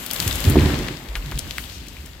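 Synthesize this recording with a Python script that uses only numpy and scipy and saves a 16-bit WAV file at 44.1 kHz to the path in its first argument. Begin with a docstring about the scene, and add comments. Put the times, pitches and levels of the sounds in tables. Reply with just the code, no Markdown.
"""Felled conifer on a hillside

A felled conifer crashes down a wooded slope. Blows ring the trunk's lengthwise modes and dull sine
thumps sound in the soil. Bursts of torn fibre make the snaps; fine grains and blurred noise make the
swishing crown, the drag and the rumble. Random ticks are twigs breaking, and short swells are boughs.
Woodland scatter follows snaps and trunk; the treble reaches mostly the left microphone.
"""
import sys
import numpy as np
from scipy import signal
from scipy.fft import rfft, irfft
from scipy.io import wavfile

SR = 44100
rng = np.random.default_rng(int(sys.argv[2]) if len(sys.argv) > 2 else 0)


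def unload_wav(signal):
    """Save mono or channel-first audio to the path in sys.argv[1] as 16-bit WAV at rate SR, clipped to [-1, 1]."""
    wavfile.write(
        sys.argv[1],
        SR,
        np.round(np.clip(np.atleast_2d(signal).T, -1, 1) * 32767).astype(np.int16),
    )


N = 97020  # length in samples, 2.2 s
T = np.arange(N) / SR
HZ = np.maximum(np.arange(N + 1) * SR / (2 * N), 1)  # bins of the zero-padded spectrum


# Blows on the trunk: start_s [s], level_db [dB, relative], contact_hz [Hz, brightness of the contact]
BLOWS = [(0.468, -15, 170), (.483, -22, 170), (0.5571, 4, 670), (0.599, -4, 250), (0.621, -6, 156),
         (0.653, -9.5, 400), (0.793, -13.5, 300), (1.254, -31, 170), (1.398, -44, 250)]
# Lengthwise modes of the trunk: pitch_hz [Hz], level_db [dB, relative], t60_s [s]
TRUNK_MODES = [(74.4, -14.5, 0.38), (142.7, -26.5, 0.82), (225, -15, 0.43), (296.3, -12, 0.2),
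               (362.3, -12, 0.15), (434, -21, 0.17), (524, -23, .1), (575, -15, 0.02), (660, -12, 0.02),
               (764, -22, 0.021), (883, -21.5, 0.045), (1025, -23.5, 0.066)]
TRUNK_ECHO_DB, TRUNK_ECHO_LOW_HZ, TRUNK_ECHO_T60_S = -8, 148, 0.91


def trunk():
    """A blow sends a stress wave up and down the stem; soft contacts reach only the low modes."""
    out = np.zeros(N)
    rings = []
    for hz, db, t60 in TRUNK_MODES:
        decay = from_db(db - 60 * T / t60)
        rings.append((hz, decay * np.sin(2 * np.pi * hz * T)))
    for s, db, contact_hz in BLOWS:
        blow = sum(ring / np.sqrt(1 + (hz / contact_hz) ** 4) for hz, ring in rings)
        onset = 1 - np.exp(-T * contact_hz * 2)  # harder contacts start faster
        add(out, s, from_db(db) * blow * onset)
    high_pass = signal.butter(2, TRUNK_ECHO_LOW_HZ, "high", fs=SR, output="sos")
    scattered = signal.sosfilt(high_pass, out)
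    echo = woodland(scattered, TRUNK_ECHO_T60_S)[0]  # one echo serves both microphones
    return out + from_db(TRUNK_ECHO_DB) * echo


# Thumps into the soil: start_s [s], level_db [dB, envelope peak], pitch_hz [Hz], swell_s [s, rise to peak]
THUMPS = [(.19, -32, 161, 0.014), (0.217, -26, 61.5, 0.011), (.264, -15.5, 93, 0.0056),
          (.345, -24, 73, 0.011), (0.469, -5, 89.4, .010), (.503, -16, 135.4, 0.014),
          (0.514, -15, 61.5, 0.013), (0.573, -21, 73.5, 0.0047), (0.611, -13, 89.6, 0.015),
          (0.65, -11, 81.3, 0.01), (0.794, -23.5, 51.5, 0.015), (1.09, -24.5, 52.6, 0.015),
          (1.161, -21.5, 42, .018), (1.257, -28, 141, 0.014), (1.273, -31, 64.6, 0.01),
          (1.339, -19, 50, .012), (1.352, -27, 133, 0.0094), (1.434, -26, 62.4, 0.0072),
          (1.583, -32, 61, 0.016), (1.757, -32, 60.5, 0.011), (1.989, -32, 69, 0.015)]
# Groan of heavy wood dragging on soil, over time: time_s [s], level_db [dB]
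DRAG_LEVEL = [(0, -44), (.14, -44), (.22, -34), (.42, -37), (.48, -19), (.54, -22.5), (.64, -21),
              (.72, -27.5), (.86, -30.5), (1.0, -42), (1.2, -47), (1.32, -38), (1.5, -43.5), (1.8, -44.5),
              (2.2, -50)]
# Colour of the drag: pitch_hz [Hz], gain_db [dB, relative]
DRAG_COLOUR = [(60, -20), (110, 2), (150, 0), (195, -3), (255, 0), (320, -4), (390, -6.5), (480, -16.5),
               (900, -46.5)]
# Rumble of the ground, over time: time_s [s], level_db [dB]
RUMBLE_LEVEL = [(0, -39.5), (.08, -51), (.25, -27), (.42, -34.5), (.65, -20.5), (.85, -39), (1.02, -44.5),
                (1.35, -34), (1.7, -40.5), (2.2, -43)]
# Colour of the rumble: pitch_hz [Hz], gain_db [dB, relative]
RUMBLE_COLOUR = [(15, -40), (28, -30), (45, 2), (75, 0), (110, -9), (200, -18.5), (500, -70)]


def ground():
    """Soil gives under each thump, and rumbles as the log drags and rolls."""
    out = np.zeros(N)
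    for s, db, hz, swell in THUMPS:
        envelope = T / swell * np.exp(1 - T / swell)
        add(out, s, from_db(db) * envelope * np.sin(2 * np.pi * hz * T))
    drag = crackle(DRAG_LEVEL, DRAG_COLOUR, per_s=250, spread_db=3.5, smooth=0.63)
    rumble = crackle(RUMBLE_LEVEL, RUMBLE_COLOUR, per_s=360, spread_db=1, smooth=0.84)
    return out + drag + rumble


# Snapping wood: start_s [s], level_db [dB, relative; brief snaps are weaker still], pitch_hz [Hz],
# sharpness [Q, raised to 1 if lower], length_s [s, rise to peak], bright_db [dB, splinters re body]
SNAPS = [(0.063, -24, 8200, 2, 0.00077, 8), (0.104, -19.5, 3350, 7.7, 0.00082, -17),
         (0.11, -21, 4340, 2.7, 0.0018, 5.5), (.1342, -10.5, 13000, 2, 0.00042, -12),
         (.142, -24, 9000, 1, .0015, 0), (0.161, -20.5, 4120, 4, 0.0013, -4),
         (0.201, -9, 4440, 1.8, 0.00088, -1.5), (0.224, -21.5, 3450, 2, 0.0018, 0),
         (0.2752, -18.5, 3000, 0.85, 0.0015, -6), (0.2782, -13.5, 9200, 0.87, 0.00096, -1),
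         (0.31, -15, 3700, 6.3, .001, -12), (.327, -17, 5000, 1.7, 0.00083, -15),
         (0.349, -21.5, 2600, 1.2, 0.00067, -6), (0.355, -21, 10000, 2, 0.0019, -0.5),
         (.4035, -30.5, 1830, 1.8, 0.0012, 13.5), (.441, -19, 3200, 2.5, .001, 0),
         (0.45, -20.5, 3500, 1.4, 0.0017, -1.5), (0.4983, -11.5, 11000, 1.8, .0006, -10),
         (0.504, -23, 12000, 1.8, .001, -1), (0.558, -22, 744, 3.6, 0.0016, -30),
         (.577, -26, 2720, 3.5, 0.00145, -23), (0.5864, -17, 2380, 5.9, 0.0018, -29),
         (0.607, -21, 3470, 2.5, 0.0015, -14), (0.615, -24.5, 1200, 2.6, 0.0046, -11),
         (.657, -20, 3730, 3.5, .0015, -18), (.703, -19, 1500, 2.3, 0.00091, -23),
         (.743, -20, 3200, 4.3, 0.00066, -16), (0.789, -27, 5000, 1, .001, 0),
         (0.8823, -18.5, 2020, 0.88, 0.002, -36), (1.085, -31, 2960, 0.7, 0.0021, -8),
         (1.153, -15.5, 2410, 1.5, 0.0014, -28), (1.156, -26, 1620, 0.41, 0.0057, -15),
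         (1.26, -28, 3600, 3.5, .001, -9), (1.312, -29.5, 2930, 1.4, 0.0021, -3),
         (1.317, -25.5, 1240, 0.89, 0.0039, -17), (1.376, -24, 3300, 3, .001, -11),
         (1.388, -16, 9450, 3.3, 0.00057, -25), (1.391, -14.5, 6340, 1.1, .0008, -6),
         (1.5088, -15.5, 3500, 1.8, 0.00077, -12), (1.5822, -9.5, 1870, 2.8, 0.00045, -8.5),
         (1.697, -26.5, 3300, 2.5, 0.00081, -12), (1.866, -37.5, 2430, 5.9, 0.0024, -1),
         (1.883, -30, 6000, 1.7, 0.0018, -13), (1.9666, -30.5, 2300, 5.3, 0.0013, -12),
         (2.058, -34, 7050, 1, 0.0021, -5)]
SPLINTER_HZ = 3500  # splinters sound above this
SNAP_ECHO_DB, SNAP_ECHO_T60_S, SNAP_ECHO_CUT_HZ = -8, 0.089, 10600


def snaps():
    """Each break is a quick run of tearing fibres that rings the branch and sprays bright splinters."""
    out, t = np.zeros(N), T[:SR // 12]
    splinter_filter = signal.butter(2, SPLINTER_HZ, "high", fs=SR, output="sos")
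    for s, db, hz, q, length, bright_db in SNAPS:
        fibres = tearing(t / length * np.exp(1 - t / length))
        body_band = [hz / 3, min(hz * 2, SR * .45)]
        body_filter = signal.butter(1, body_band, "band", fs=SR, output="sos")
        body = signal.sosfilt(body_filter, resonate(fibres[0], hz, q))
        splinters = signal.sosfilt(splinter_filter, fibres[1])
        wood = rms_one(body) + from_db(bright_db) * rms_one(splinters)
        add(out, s, from_db(db) * np.sqrt(length / t[-1] / 2) * wood)
    dull = signal.sosfilt(signal.butter(1, SNAP_ECHO_CUT_HZ, fs=SR, output="sos"), out)
    direct = np.array([out, shadowed(out)])
    return direct + from_db(SNAP_ECHO_DB) * woodland(dull, SNAP_ECHO_T60_S)


def tearing(run, count=3):
    """Two bursts of uneven clicks under an envelope, evened out so that they hold all pitches alike."""
    size = (2, len(run))
    uneven = from_db(1.5 * rng.standard_normal(size))  # sizes spread by 1.5 dB
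    fibres = rng.choice([-1, 1], size) * uneven * run
    for _ in range(count):
        flat = irfft(np.exp(1j * np.angle(rfft(fibres))), len(run))
        fibres = flat * run ** (1 / count)
    return fibres


# Crown layers over time, before the trims below: time_s [s], level_db [dB, relative]
NEEDLE_LEVEL = [(0, -42), (.04, -41.5), (.09, -43), (.14, -38), (.28, -35.5), (.38, -40), (.51, -38.5),
                (.56, -46), (.68, -46.5), (.84, -55), (1.1, -56), (1.25, -53), (1.45, -51.5), (1.6, -50),
                (1.72, -53), (1.82, -60), (1.95, -55.5), (2.08, -55), (2.2, -64.5)]
TWIG_LEVEL = [(0.0, -43), (0.15, -40), (0.31, -33.5), (0.57, -33.5), (0.72, -32.5), (0.95, -39.5),
              (1.08, -47.5), (1.2, -44), (1.41, -42.5), (1.59, -40), (2.07, -48), (2.2, -51)]
LIMB_LEVEL = [(0.0, -58), (0.14, -44), (0.31, -41), (0.66, -31), (0.74, -34), (0.88, -38), (0.96, -45),
              (1.5, -49), (1.73, -55), (2.06, -56), (2.2, -53)]
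# Colours of the crown layers: pitch_hz [Hz], gain_db [dB, relative]
NEEDLE_COLOUR = [(3500, 5), (5500, -4.5), (7700, 3), (8700, -5.5), (10500, -2), (12500, 2.5), (14500, 1.5),
                 (16000, -20.5)]
TWIG_COLOUR = [(900, -9), (1500, -8), (2000, -6.5), (2700, 1.5), (3400, 0.5), (4500, -1.5), (5700, -7),
               (7600, -8.5), (9500, -17)]
LIMB_COLOUR = [(300, -17.5), (480, 1), (700, -1.5), (1000, -2), (1400, -5), (2100, -2), (4000, -33)]
NEEDLE_TRIM_DB, TWIG_TRIM_DB, LIMB_TRIM_DB = 6, -1, 2


def crown():
    """Needles swish, twigs crackle and limbs crunch as the crown is crushed."""
    needles = crackle(NEEDLE_LEVEL, NEEDLE_COLOUR, per_s=1800, spread_db=3.5, smooth=0.93)
    twigs = crackle(TWIG_LEVEL, TWIG_COLOUR, per_s=900, spread_db=1.0, smooth=1.44)
    limbs = crackle(LIMB_LEVEL, LIMB_COLOUR, per_s=400, spread_db=2.0, smooth=0.81)
    return from_db(NEEDLE_TRIM_DB) * needles + from_db(TWIG_TRIM_DB) * twigs + from_db(LIMB_TRIM_DB) * limbs


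def crackle(level, spectrum, per_s, spread_db, smooth):
    """Countless tiny fractures of uneven size over the blur of farther ones, following a level curve."""
    sizes = uneven_sizes(spread_db, (3, N)) * rng.choice([-1, 1], (3, N))
    fractures = rms_one(sizes * (rng.random((3, N)) < per_s / SR))
    grains = fractures + smooth * rng.standard_normal((3, N))
    coloured = shape(two_sides(grains), from_db(colour(spectrum)))
    return rms_one(coloured) * from_db(over_time(level))


TWIG_BREAKS_PER_S, TWIG_SPREAD_DB = 260, 3
TWIG_BREAK_DB = -6  # re the twig level curve
TWIG_Q, TWIG_LOW_HZ, TWIG_HIGH_HZ = 5.6, 1500, 5000


def twig_breaks(count=14):
    """Thin twigs give way at random, each a short tick at one of several pitches."""
    sizes = uneven_sizes(TWIG_SPREAD_DB, N) * (rng.random(N) < TWIG_BREAKS_PER_S / SR)
    clicks = sizes * rng.choice([-1, 1], (3, N))
    dealt = rng.integers(0, count, N)  # which pitch each click gets
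    ticks = 0
    for k, hz in enumerate(np.geomspace(TWIG_LOW_HZ, TWIG_HIGH_HZ, count)):
        ticks = ticks + resonate(clicks * (dealt == k) + 1e-18, hz, TWIG_Q) / np.sqrt(hz)
    return rms_one(two_sides(ticks)) * from_db(TWIG_BREAK_DB + over_time(TWIG_LEVEL))


# Foliage brushing the ground: middle_s [s], level_db [dB, at the middle], pitch_hz [Hz], half_length_s [s]
SWISHES = [(1.168, -42.5, 12000, .012), (1.605, -43, 13000, 0.032), (1.742, -43, 4860, 0.033)]


def swishes():
    """Boughs spring back and sweep over the leaf litter in short grainy swells."""
    out = 0
    for s, db, hz, half in SWISHES:
        grains = rng.standard_normal((2, N)) * from_db(1.5 * rng.standard_normal((2, N)))
        brushed = resonate(resonate(grains, hz, q=1.1), hz, q=1)
        swell = np.exp(-((T - s) / half) ** 2 / 2)
        out = out + from_db(db) * swell * rms_one(brushed)
    return out


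def woodland(x, t60):
    """Diffuse scatter from ground and stems, different on each side."""
    onset = 1 - np.exp(-T / 0.0023)
    tail = rng.standard_normal((2, N)) * from_db(-60 * T / t60) * onset
    tail = tail / np.sqrt(np.sum(tail ** 2) / 2)
    return signal.fftconvolve(x[None], tail, axes=1)[:, :N]


# Likeness of the two microphones: pitch_hz [Hz], correlation [0 to 1]
LIKENESS = [(100, 0.91), (300, 1), (600, 0.62), (1200, 0.18), (2500, 0.13), (6000, 0.11)]


def two_sides(three):
    """Two private versions and one shared one make a pair alike in the bass, mostly apart in the treble."""
    alike = np.clip(colour(LIKENESS), 0, 1)
    return shape(three[:2], np.sqrt(1 - alike)) + shape(three[2], np.sqrt(alike))


DETOUR_S, DETOUR_HZ = 0.00018, 6000  # fade time of the detours; pitch where they take half effect


def shadowed(x):
    """On the far side the treble arrives by several short detours, which turn its phase only."""
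    paths = rfft(rng.standard_normal(N) * np.exp(-T / DETOUR_S), 2 * N)
    turn = np.unwrap(np.angle(paths))
    unlike = 1 - np.clip(colour(LIKENESS), 0, 1)
    return shape(x, np.exp(1j * (turn - turn[0]) * unlike * HZ / (HZ + DETOUR_HZ)))


def from_db(db):
    """Decibels to gain."""
    return 10 ** (np.asarray(db) / 20)


def rms_one(x):
    """Scale to unit power."""
    return x / np.sqrt(np.mean(x ** 2) + 1e-20)


def uneven_sizes(spread_db, size):
    """Random gains: many small, few large, capped at four spreads."""
    return from_db(spread_db * np.minimum(rng.exponential(1, size), 4))


def over_time(points):
    """A level table in dB, read at every sample."""
    return np.interp(T, *np.transpose(points))


def colour(points):
    """A table over log frequency, read at every bin."""
    hz, value = np.transpose(points)
    return np.interp(np.log(HZ), np.log(hz), value)


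def shape(x, gain):
    """Filter with a gain for every bin."""
    return irfft(rfft(x, 2 * N) * gain)[..., :N]


def add(out, s, x):
    """Mix a sound in at a time in seconds."""
    i = int(s * SR)
    out[i:i + len(x)] += x[:N - i]


def resonate(x, hz, q):
    """One broad resonance."""
    b, a = signal.iirpeak(min(hz, SR / 3), max(q, 1), fs=SR)
    return signal.lfilter(b, a, x)


# Lean towards the left microphone: pitch_hz [Hz], left_minus_right_db [dB]
LEAN = [(60, 0.3), (130, -2), (300, -2), (600, 0), (1300, 3), (2800, 7.5), (5500, 10), (9500, 17),
        (14000, 21)]
RIGHT_LAG_S = .00005


def scene():
    """The whole fall, leaning ever more to the left towards the treble."""
    left = from_db(colour(LEAN))
    right = np.exp(-2j * np.pi * HZ * RIGHT_LAG_S)  # a pure delay
    sides = np.array([left, right]) * 2 / (1 + left)
    return shape(crown() + twig_breaks() + swishes() + snaps() + trunk() + ground(), sides)


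LOW_CUT_HZ, HIGH_CUT_HZ = 24, 15850


def record(dry):
    """The deepest bass is lost, the highest peaks are rounded and the top is cut steeply."""
    thinned = shape(dry, 1 / np.sqrt(1 + (LOW_CUT_HZ / HZ) ** 8))
    held = thinned / (1 + thinned ** 8) ** (1 / 8)
    return shape(held, 1 / np.sqrt(1 + (HZ / HIGH_CUT_HZ) ** 400))


dry = scene()
out = record(dry)
unload_wav(out)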